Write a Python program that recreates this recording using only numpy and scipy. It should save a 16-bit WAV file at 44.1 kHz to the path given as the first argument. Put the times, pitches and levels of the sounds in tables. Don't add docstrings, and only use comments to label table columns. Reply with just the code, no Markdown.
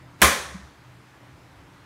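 import sys
import numpy as np
from scipy import signal
from scipy.fft import irfft
from scipy.io import wavfile
from scipy.ndimage import uniform_filter1d

SR = 44100
rng = np.random.default_rng(int(sys.argv[2]) if len(sys.argv) > 2 else 0)


def master(y):
    cut = np.clip(np.atleast_2d(y).T, -1, 1)
    pcm = np.round(cut * 32767)
    wavfile.write(sys.argv[1], SR, pcm.astype(np.int16))


N = 81585
T = np.arange(N) / SR
HZ = np.fft.rfftfreq(N, 1 / SR)
HIT_S = .2175

# frequency in Hz, relative level in dB.
CRACK_COLOUR = [(100, -21.5), (500, -0.5), (1500, -3.5), (4000, -0.5), (9000, 5), (12000, 0), (16000, -9.5)]
# delay in seconds, level in dB.
CRACK_PATHS = [(0, -1.5), (.002, -15.5), (.0036, -18), (.0136, -5.5), (.028, -10)]
# frequency in Hz, relative level in dB.
CLAP_COLOUR = [(100, -20), (500, -13.5), (1100, 7.5), (1600, 3), (2500, -13), (4500, -16), (16000, -45)]
# frequency in Hz, relative level in dB.
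REVERB_COLOUR = [(50, -28.5), (110, -16.5), (160, -10.5), (300, -7.5), (400, -4.5), (560, -5.5),
                 (760, -6.5), (900, -7.5), (1100, -1), (1350, -5), (1750, -1.5), (2450, -3.5),
                 (2750, -10.5), (3400, -7), (4900, -15), (6200, -10), (7500, -13.5), (9600, -11),
                 (16000, -19.5)]
# frequency in Hz, seconds to fall 60 dB.
REVERB_T60 = [(100, .5), (300, .42), (600, .48), (1200, 0.53), (2500, 0.42), (5000, 0.51), (9000, 0.39),
              (15000, 0.26)]
# pitch in Hz, level in dB, seconds to fall 60 dB.
RESONANCES = [(155, -38, 0.76), (200, -24.5, 0.37), (406.6, -28.5, 0.39), (531, -27.5, .45),
              (574, -25, .48), (1039, -25, 0.43), (1064, -24, .42), (1213, -27, 0.436), (1750, -28, 0.313),
              (1794, -27, .38), (2055, -24, 0.31), (2455, -29.5, .42), (3620, -29, .3), (4630, -30.5, 0.45)]
# peak time in seconds, pitch in Hz, level in dB, rise in seconds, seconds to fall 60 dB.
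LOW_THUDS = [(0.253, 72.5, -18.5, 0.02, 0.17), (0.404, 71, -42.5, 0.013, 0.19),
             (0.539, 69.7, -42.5, 0.065, 0.6), (.557, 185.3, -30.5, .01, 0.078),
             (.602, 196, -45, 0.012, 0.2), (0.639, 73, -44, 0.012, 0.17)]
# frequency in Hz, relative level in dB.
SWISH_COLOUR = [(60, -10.5), (300, -1.5), (900, -4.5), (2500, -8), (6000, -18.5), (16000, -28.5)]
# frequency in Hz, relative level in dB.
AIR_COLOUR = [(15, -58.5), (25, -26), (59, -9), (97, -5.5), (127, -6), (242, -16.5), (285, -8.5),
              (451, -19), (503, -18), (714, -18.5), (863, -16), (1940, -20.5), (2690, -25.5), (14400, -45),
              (16000, -51)]
# centre in Hz, base level in dB, width in Hz.
HUM_BANDS = [(124, -57, 7), (169.4, -65, 7), (284, -69, 12)]
# time in seconds, boost or cut in dB.
RUMBLE_RIDE = [(0, 2.5), (.15, -2), (.75, -1.5), (.9, 2), (1.15, -3.5), (1.26, 4), (1.42, -2), (1.52, -1.5),
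               (1.85, 1)]


def smack():
    snaps = sum(amp(db) * strike(HIT_S + delay, rise_s=.00029, t60_s=.002) for delay, db in CRACK_PATHS)
    crack = noise(CRACK_COLOUR) * snaps
    clap = amp(-8) * noise(CLAP_COLOUR) * strike(HIT_S + .0053, rise_s=.00092, t60_s=.045)
    return crack + clap


def reverberation(level_db=-11, rise_s=.001, late_db=-8, late_stretch=1.57):
    hz, t, spectrum = signal.stft(noise(REVERB_COLOUR), SR, nperseg=256)
    fall_db = -60 * np.maximum(t - HIT_S, 0) / curve_at(REVERB_T60, hz)[:, None]
    late_decay = amp(late_db + fall_db / late_stretch)
    decay = np.hypot(amp(fall_db), late_decay)
    tail = signal.istft(spectrum * decay, SR, nperseg=256)[1][:N]
    return amp(level_db) * tail * np.clip((T - HIT_S) / rise_s, 0, 1)


def rings():
    out = np.zeros(N)
    for hz, db, t60 in RESONANCES:
        tone = np.sin(2 * np.pi * (hz * T + rng.random()))
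        out += amp(db) * strike(HIT_S, rise_s=.008, t60_s=t60) * tone
    return out


def thuds():
    out = np.zeros(N)
    for peak, hz, db, rise, t60 in LOW_THUDS:
        age = T - peak
        swell = np.exp(-(np.minimum(age, 0) / rise) ** 2)
        decay = amp(-60 * np.maximum(age, 0) / t60)
        out += amp(db) * swell * decay * np.sin(2 * np.pi * (hz * age + rng.random()))
    return out


def swish(contact_db=-40.5, rise_db_per_s=647):
    swell = amp(contact_db - rise_db_per_s * abs(HIT_S - T))
    return noise(SWISH_COLOUR) * swell * (T < HIT_S)


def room_tone(air_db=-51.5, patch_db=1.17, rumble_edge_hz=250):
    hz, t, spectrum = signal.stft(noise(AIR_COLOUR), SR, nperseg=1024)
    patches = uniform_filter1d(rng.standard_normal(spectrum.shape), size=14, axis=0)
    patches = unit(uniform_filter1d(patches, size=8, axis=1))
    waver_db = np.interp(t, *np.transpose(RUMBLE_RIDE))
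    low_end = 1 / (1 + (hz[:, None] / rumble_edge_hz) ** 2)
    movement = amp(patch_db * patches + low_end * waver_db)
    air = signal.istft(spectrum * movement, SR, nperseg=1024)[1][:N]
    return amp(air_db) * air + ventilation_hum() * amp(np.interp(T, t, waver_db))


def ventilation_hum():
    hum = np.zeros(N)
    for centre, db, width in HUM_BANDS:
        band = np.exp(-((HZ - centre) / width) ** 2)
        phases = np.exp(2j * np.pi * rng.random(len(HZ)))
        hum += amp(db) * unit(irfft(band * phases, N))
    return hum


def amp(db):
    return 10 ** (np.asarray(db) / 20)


def unit(x):
    return x / np.sqrt(np.mean(x ** 2) + 1e-20)


def curve_at(points, hz):
    point_hz, value = np.transpose(points)
    return np.interp(np.log(hz + 1), np.log(point_hz + 1), value)


def noise(colour):
    phases = np.exp(2j * np.pi * rng.random(len(HZ)))
    return unit(irfft(phases * amp(curve_at(colour, HZ)), N))


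def strike(start_s, rise_s, t60_s):
    age = T - start_s
    return np.clip(age / rise_s, 0, 1) * amp(-60 * np.maximum(age - rise_s, 0) / t60_s)


def scene():
    return (swish() + smack() + reverberation() + rings() + thuds() + room_tone())[None]


def record(dry):
    ceiling, cutoff_hz = 1.1, 15800
    rounded = dry / (1 + (dry / ceiling) ** 4) ** (1 / 4)
    low_pass = signal.firwin(511, cutoff_hz, window=("kaiser", 9), fs=SR)
    return signal.oaconvolve(rounded, low_pass[None], "same")


dry = scene()
out = record(dry)
master(out)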